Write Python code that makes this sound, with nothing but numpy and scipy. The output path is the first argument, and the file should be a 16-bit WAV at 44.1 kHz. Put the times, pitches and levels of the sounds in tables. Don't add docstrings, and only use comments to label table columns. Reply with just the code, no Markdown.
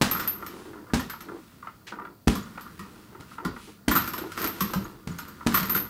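import sys
import numpy as np
from scipy import signal
from scipy.io import wavfile
from scipy.ndimage import uniform_filter1d

SR = 44100
rng = np.random.default_rng(int(sys.argv[2]) if len(sys.argv) > 2 else 0)


def int16_out(signal):
    q = np.round(np.clip(np.atleast_2d(signal).T, -1, 1) * 32767)
    wavfile.write(sys.argv[1], SR, q.astype(np.int16))


N = 259749
TIME = np.arange(N) / SR
AGE = np.arange(SR // 2) / SR

# t/s, thud/dB, slap/dB, deep push/dB, thud f/Hz, crackle/dB, crackle delay/s, glove pop/dB, sway/dB
BLOWS = [(0.0143, -12.5, -4.5, -50, 216, -11.5, 0.0055, -23.5, -44.5),
         (0.9360, -12.5, -9.5, -24.5, 219, -17.5, 0.0059, -27.5, -54.5),
         (2.274, -9, -11.5, -15.5, 215, -17, 0.0059, -15.5, -45.5),
         (3.202, -37.5, -36, -58, 122.6, -41.5, 0.0041, -40.5, -56.5),
         (3.8809, -11.5, -18, -23, 267, -16, 0.0013, -46, -43),
         (5.073, -23.5, -36, -45, 181, -34, 0.00059, -34, -46),
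         (5.4648, -11.5, -38, -32, 232, -19.5, 0.0063, -31, -41)]
# t/s, clank/dB, ring/dB, clank f/Hz, favoured ring f/Hz
LINK_SNAPS = [(0.1129, -23, -22.5, 1190, 12350), (0.197, -20.5, -34, 1360, 13800),
              (0.2758, -33.5, -24, 1380, 13000), (0.4635, -32.5, -40.5, 1310, 13900),
              (0.9959, -26, -44.5, 1030, 12200), (1.0976, -28.5, -39, 1430, 12900),
              (1.2064, -35, -48, 1480, 12550), (2.3532, -26, -43, 1340, 13100),
              (2.6095, -44, -47, 1130, 13800), (2.7928, -32, -66, 1160, 13200),
              (3.4497, -21, -61, 1230, 13100), (3.9126, -14.5, -28.5, 1350, 13800),
              (3.9526, -14, -23, 1390, 13700), (3.9628, -12.5, -27, 1400, 12500),
              (4.076, -24.5, -36.5, 1200, 13800), (4.135, -24, -35, 1270, 13200),
              (4.18, -27, -35.5, 1338, 12600), (4.319, -30.5, -62, 1470, 12600),
              (4.376, -22, -53, 1320, 13100), (4.442, -20.5, -32, 1330, 13200),
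              (4.6063, -17, -25, 1190, 14200), (4.735, -20, -38.5, 1130, 13800),
              (5.187, -28, -44.5, 1360, 13400), (5.2804, -42, -49, 1430, 13100),
              (5.543, -13, -21.5, 1380, 13100), (5.573, -19.5, -25.5, 1400, 13900),
              (5.696, -23.5, -21, 1230, 13600), (5.7475, -19.5, -24, 1350, 13300),
              (5.7604, -30, -24.5, 1370, 13100)]

# t/s, level/dB, f/Hz
HOOK_KNOCKS = [(0.151, -23, 1350), (0.25, -29, 1360), (0.425, -28.5, 1260), (0.7335, -37.5, 1340),
               (0.773, -40, 1150), (0.9002, -36.5, 1070), (1.1346, -30, 1203), (1.2862, -32, 1390),
               (1.6268, -32.5, 1280), (1.6714, -27.5, 1250), (1.922, -27, 1320), (1.9871, -27.5, 1160),
               (2.0153, -31.5, 1030), (2.051, -30, 1310), (2.5763, -27.5, 1220), (2.663, -34.5, 1235),
               (2.851, -39.5, 1190), (3.1493, -37.5, 1210), (3.3138, -37, 1120), (3.3825, -26.5, 1260),
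               (3.563, -32, 1410), (4.8499, -33, 1340), (5.408, -31, 1330)]
BEAM_JOLTS = [(0.965, -28, 251.4), (2.349, -32.5, 196), (2.79, -38.5, 208), (3.451, -26.5, 238),
              (3.949, -31.5, 188), (4.611, -27, 203.5), (4.754, -25.5, 198.6), (5.09, -34.5, 163.6),
              (5.530, -29.5, 215.5), (5.608, -31.5, 188.5), (5.745, -33.5, 205)]
RING_PINGS = [(2.432, -44.5, 6900), (4.844, -41, 6640), (5.117, -44, 6880), (5.184, -40, 6520)]

# middle t/s, half length/s, level/dB
RUSTLES = [(0.57, 0.16, -55), (1.4, 0.41, -62.5), (2.55, 0.45, -71), (2.95, 0.25, -62), (3.33, 0.047, -56),
           (3.65, 0.099, -52), (4.55, 0.32, -51), (5.36, 0.13, -76)]
BEAM_GROANS = [(0.6, 0.43, -46), (1.328, 0.068, -40), (2.01, 0.1, -45), (2.95, 0.11, -52.5),
               (3.17, 0.06, -49.5), (3.478, 0.064, -36.5), (3.69, 0.014, -42), (4.223, 0.055, -33.5),
               (4.447, 0.059, -36), (4.75, 0.2, -42), (5.767, 0.071, -37)]
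BAG_TOSSES = [(0.19, 0.082, -40), (4.02, 0.078, -41), (4.435, 0.048, -34), (4.68, 0.16, -48),
              (5.6, 0.082, -37), (5.775, 0.03, -39)]

# f/Hz, level/dB, t60/s
MOUNT_MODES = [(203, -16.5, 0.065), (334.5, -16.5, 0.093), (447, -16, 0.014), (974, -7.5, 0.03),
               (1183, -0.5, 0.012), (1384, 0, 0.017), (1723, -10.5, 0.021), (1782, -2.5, 0.011)]
# pitch ratio, level/dB, t60/s
BEAM_MODES = [(.22, -8, 0.15), (.68, 5, 0.055), (1, 8.5, 0.084), (1.2, -30, 0.054), (1.6, -10, 0.14)]
LINK_HZ = [12500, 12570, 13060, 13095, 13680, 13835, 14250, 14850, 6900]
LINK_RINGING = [(-2, 0.33), (5.5, 0.2), (-24, .22), (4.5, 0.26), (-20.5, 0.47), (0, 0.19), (-18, .06),
                (-29, 0.064), (-34, 0.11)]
LINK_MODES = np.column_stack([LINK_HZ, LINK_RINGING])

# f/Hz, level/dB
YARD_TONE = [(20, -14), (60, -16.5), (110, 10), (280, -8), (600, -3.5), (1200, -15), (2500, -45),
             (4500, -11), (6000, -23), (11500, -22), (14700, -10), (16000, -10)]
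CLOTH_TONE = [(300, -20), (1200, -10), (2600, 0), (4500, -4.5), (7000, -8.5), (11000, -9), (15000, -25)]
GRIT_TONE = [(300, -36), (1200, -16), (2100, -10), (4200, -16), (7000, -23), (15000, -40)]
GROAN_TONE = [(100, -18.5), (200, -24), (310, 6), (420, 0), (600, -14), (1000, -9), (2000, -24),
              (4000, -56)]
RUMBLE_TONE = [(20, -8), (45, -8), (85, -0.5), (140, -3.5), (200, 2.5), (340, -6.5), (480, -14.5),
               (750, -26.5), (2000, -31.5)]
CREAK_TONE = [(150, -17), (450, -2.5), (680, -15), (1000, -2), (1380, 4), (1600, -3.5), (1850, -2.5),
              (2400, -12.5), (4500, -14.5), (9000, -22), (15000, -40)]
TICK_TONE = [(200, -35), (600, -52), (1700, -5), (2600, -9.5), (4500, -10), (8000, -14.5), (15000, -18)]
COVER_TONE = [(100, -2.5), (400, -7.5), (650, -6.5), (1000, -2), (2000, -8), (4000, -11), (8000, -16.5),
              (15000, -26.5)]

# f/Hz, t60/s
ECHO_TIMES = [(60, 0.51), (200, 0.25), (600, 0.38), (1400, 0.23), (4000, 0.37), (9000, 0.15), (15000, 0.16)]


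def amp(db):
    return 10 ** (np.asarray(db) / 20)


def unit(x):
    return x / np.sqrt(np.mean(x ** 2) + 1e-20)


def read(points, hz):
    f, value = np.transpose(points)
    return np.interp(np.log(hz + 1), np.log(f), value)


def add(mix, s, sound):
    start = round(s * SR)
    sound = sound[max(-start, 0):]
    part = mix[max(start, 0):][:len(sound)]
    part += sound[:len(part)]


def colour(x, points, size=4096):
    log_gain = np.log(amp(read(points, abs(np.fft.fftfreq(size, 1 / SR)))))
    taps = np.fft.ifft(np.exp(np.conj(signal.hilbert(log_gain)))).real[:size // 2]
    return signal.oaconvolve(x, taps / np.linalg.norm(taps))[:len(x)]


def grains(length, per_s, spread_db):
    size = amp(spread_db * np.minimum(rng.exponential(1, length), 3))
    return unit(size * rng.standard_normal(length) * (rng.random(length) < per_s / SR))


def swells(rows):
    return sum(amp(db) * np.exp(-((TIME - s) / half_s) ** 2) for s, half_s, db in rows)


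def sway(settle_db_per_s=13):
    energy = sum(amp(db - settle_db_per_s * abs(TIME - s)) ** 2 * (TIME >= s) for s, *_, db in BLOWS)
    return np.sqrt(energy)


def ring(modes, scale=1, uneven_db=0, detune=0):
    hz, db, t60 = np.transpose(modes)[:, :, None]
    t = AGE[AGE < t60.max()]
    share, shift = rng.standard_normal((2, len(modes), 1))
    sign = np.cos(np.pi * np.arange(len(modes)))[:, None]
    waves = sign * np.sin(2 * np.pi * hz * scale * (1 + detune * shift) * t)
    return (amp(db + uneven_db * share) * np.exp(-np.log(1000) * t / t60) * waves).sum(0)


def favour(modes, lead_hz, reach_hz, shade_db):
    hz, db, t60 = np.transpose(modes)
    nearness = np.exp(-((hz - lead_hz) / reach_hz) ** 2)
    return np.transpose([hz, db + shade_db * (nearness - 1), t60])


def chatter(sound, rest_db, swell_s, size=3000):
    progress = AGE[:size] / swell_s
    contact = amp(rest_db) * grains(size, 3000, 0.54) * progress * np.exp(1 - progress)
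    contact[0] += 1
    out = signal.fftconvolve(contact, sound)
    return out * np.linalg.norm(sound) / np.linalg.norm(out)


def carport(x, wet_db, size=SR // 2, spacing=16):
    echoes = np.zeros(size)
    slots = np.arange(SR // 200, size - spacing, spacing)
    echoes[slots + rng.integers(0, spacing, len(slots))] = rng.choice([-1., 1.], len(slots))
    hz, t, bands = signal.stft(echoes, SR, nperseg=256)
    tail = signal.istft(bands * np.exp(-np.log(1000) * t / read(ECHO_TIMES, hz)[:, None]), SR)[1]
    return x + amp(wet_db) * signal.oaconvolve(x, tail / np.linalg.norm(tail))[:N]


def yard(db=-59):
    return amp(db) * colour(rng.standard_normal(N), YARD_TONE)


def rustle():
    return swells(RUSTLES) * colour(grains(N, 12000, 2.1), CLOTH_TONE)


def shoe(start_s=1.866, db=-37.5, rise_s=0.012, fade_s=0.033):
    t = np.maximum(TIME - start_s, 0)
    level = np.minimum(t / rise_s, 1) * np.exp(-t / fade_s)
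    return amp(db) * level * colour(grains(N, 10000, 1.7), GRIT_TONE)


def beam(swell_s=0.0067, sway_db=-2, toss_db=-9, rest_db=-59, heave_db=-12, heave_hz=75, heave_s=0.02):
    booms = np.zeros(N)
    for s, db, hz in BEAM_JOLTS:
        boom = ring(BEAM_MODES, hz, uneven_db=1.0, detune=0.014)
        t = AGE[:len(boom)]
        heave = amp(heave_db) * np.sin(2 * np.pi * heave_hz * t) * np.exp(-t / heave_s)
        add(booms, s, amp(db) * (boom + heave) * (1 - np.exp(-t / swell_s)))
    groan = colour(swells(BEAM_GROANS) * grains(N, 900, 1), GROAN_TONE)
    load = amp(rest_db) + amp(sway_db) * sway() + amp(toss_db) * swells(BAG_TOSSES)
    rumble = colour(load * rng.standard_normal(N), RUMBLE_TONE)
    return carport(booms, wet_db=0) + groan + rumble


def clank(hz, rasp_s):
    modes = favour(MOUNT_MODES, hz, reach_hz=300, shade_db=4)
    sound = chatter(ring(modes, uneven_db=2.5, detune=0.018), rest_db=-17.5, swell_s=rasp_s)
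    return sound / np.linalg.norm(sound) * np.sqrt(SR / 100)


def hook(knock_db=-7, creak_db=-4, toss_db=-1, slip_db=-7, slip_hz=1290, slips_per_s=45,
         stutter_db=-7, stutter_s=0.013, stutters=2):
    out, load = np.zeros(N), sway()
    for s, db, hz in HOOK_KNOCKS:
        add(out, s, amp(db + knock_db) * clank(hz, rasp_s=0.0025))
        lags = np.cumsum(stutter_s * (.5 + rng.random(stutters)))
        for k, lag in enumerate(lags, 1):
            add(out, s + lag, amp(db + knock_db + k * stutter_db) * clank(slip_hz, rasp_s=0.0019))
    slip = clank(slip_hz, rasp_s=0.0035)
    small_slips = load * grains(N, slips_per_s, 0.37)
    out += amp(slip_db) * signal.oaconvolve(small_slips, slip / np.linalg.norm(slip))[:N]
    friction = grains(N, 400, 0.65) + 0.96 * rng.standard_normal(N)
    creak = unit(colour(friction, CREAK_TONE))
    out += (amp(creak_db) * load + amp(toss_db) * swells(BAG_TOSSES)) * creak
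    return carport(out, wet_db=-8)


def link_ring(modes):
    sound = chatter(ring(modes, uneven_db=5, detune=0.0019), rest_db=-21.5, swell_s=0.0023)
    return sound / np.std(sound[:SR // 100])


def chain_rattle(per_s=90, tick_db=-3, ring_db=0, tick_s=0.0026, links=3):
    slack, out = swells(BAG_TOSSES), np.zeros(N)
    for _ in range(links):
        tick = colour(grains(len(AGE), 9000, 2.9) * np.exp(-AGE / tick_s), TICK_TONE)
        jingle = link_ring(LINK_MODES)
        touches = slack * grains(N, per_s, 0.68) / np.sqrt(links)
        for sound, db in (tick, tick_db), (jingle, ring_db):
            out += amp(db) * signal.oaconvolve(touches, sound / np.linalg.norm(sound))[:N]
    return carport(out, wet_db=-16)


def chain_snaps(clank_db=-8, tick_db=-14, ring_db=-1, free_ring_db=-13, tick_s=0.0098,
                rub=0.24, ping_s=0.0067):
    hits, rings = np.zeros((2, N))
    t = AGE[:SR // 8]
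    for s, db, steel_db, hz, lead_hz in LINK_SNAPS:
        click_db = tick_db + 0.57 * db + 0.16 * steel_db
        add(hits, s, amp(click_db) * colour(grains(len(t), 9000, 4.0) * np.exp(-t / tick_s), TICK_TONE))
        add(hits, s, amp(db + clank_db) * clank(hz, rasp_s=0.0028))
        modes = favour(LINK_MODES, lead_hz, reach_hz=400, shade_db=11.5)
        shorten = amp(0.071 * min(steel_db - free_ring_db, 0))
        add(rings, s, amp(steel_db + ring_db) * link_ring(modes * [1, 1, shorten]))
    roughness = unit(uniform_filter1d(rng.standard_normal(N), size=150))
    rings *= np.exp(rub * (roughness - rub))
    for s, db, hz in RING_PINGS:
        add(rings, s, amp(db) * np.sin(2 * np.pi * hz * t) * np.exp(-t / ping_s))
    return carport(hits, wet_db=-2.5) + carport(rings, wet_db=-15)


def punches(squeeze_s=0.0013, slap_s=0.00008, thud_s=0.0064, push_hz=58, push_s=0.0077, crackle_s=0.0043,
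            shudder_db=-11, shudder_s=0.051, sag_db=-13, sag_s=0.014, pop_hz=430, pop_s=0.0028):
    lead_s = 0.01
    t = AGE - lead_s
    after, landed = np.maximum(t, 0), t >= 0
    body, deep, cover, slap = np.zeros((4, N))
    for s, thud_db, slap_db, push_db, hz, crackle_db, delay_s, pop_db, _ in BLOWS:
        start = s - lead_s
        squeeze = -.5 * np.exp(np.minimum(t, 0) / squeeze_s) * ~landed
        thud = -np.cos(2 * np.pi * hz * after + np.pi / 4) * np.exp(-after / thud_s) * landed
        sag = amp(sag_db) * np.sin(2 * np.pi * hz * 0.708 * after) * np.exp(-after / sag_s)
        pop = amp(pop_db) * np.sin(2 * np.pi * pop_hz * after) * np.exp(-after / pop_s)
        add(body, start, amp(thud_db) * (squeeze + thud + sag) - pop)
        add(slap, start, -amp(slap_db) * np.exp(-abs(t) / slap_s))
        shove = after / push_s * np.exp(1 - after / push_s)
        add(deep, start, amp(push_db) * np.sin(2 * np.pi * push_hz * after) * shove)
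        buckle = np.exp(-np.maximum(t - delay_s, 0) / crackle_s) * (t >= delay_s)
        shudder = amp(shudder_db) * np.exp(-after / shudder_s) * landed
        crackle = grains(len(t), 4000, 5.3) * buckle + grains(len(t), 14000, 2.5) * shudder
        add(cover, start, amp(crackle_db) * colour(crackle, COVER_TONE))
    return carport(body, wet_db=-2.5) + carport(deep, wet_db=-26) + carport(cover + slap, wet_db=-12)


def scene():
    mix = punches() + chain_snaps() + chain_rattle() + hook() + beam() + shoe() + rustle() + yard()
    return mix[None]


def record(dry):
    low_hz, high_hz, ceiling = 32, 15750, 0.75
    thin = signal.sosfilt(signal.butter(3, low_hz, "high", fs=SR, output="sos"), dry)
    rounded = thin / (1 + (thin / ceiling) ** 6) ** (1 / 6)
    treble_cut = signal.firwin(255, high_hz, window=("kaiser", 8), fs=SR)
    return signal.oaconvolve(rounded, treble_cut[None], "same")


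dry = scene()
out = record(dry)
int16_out(out)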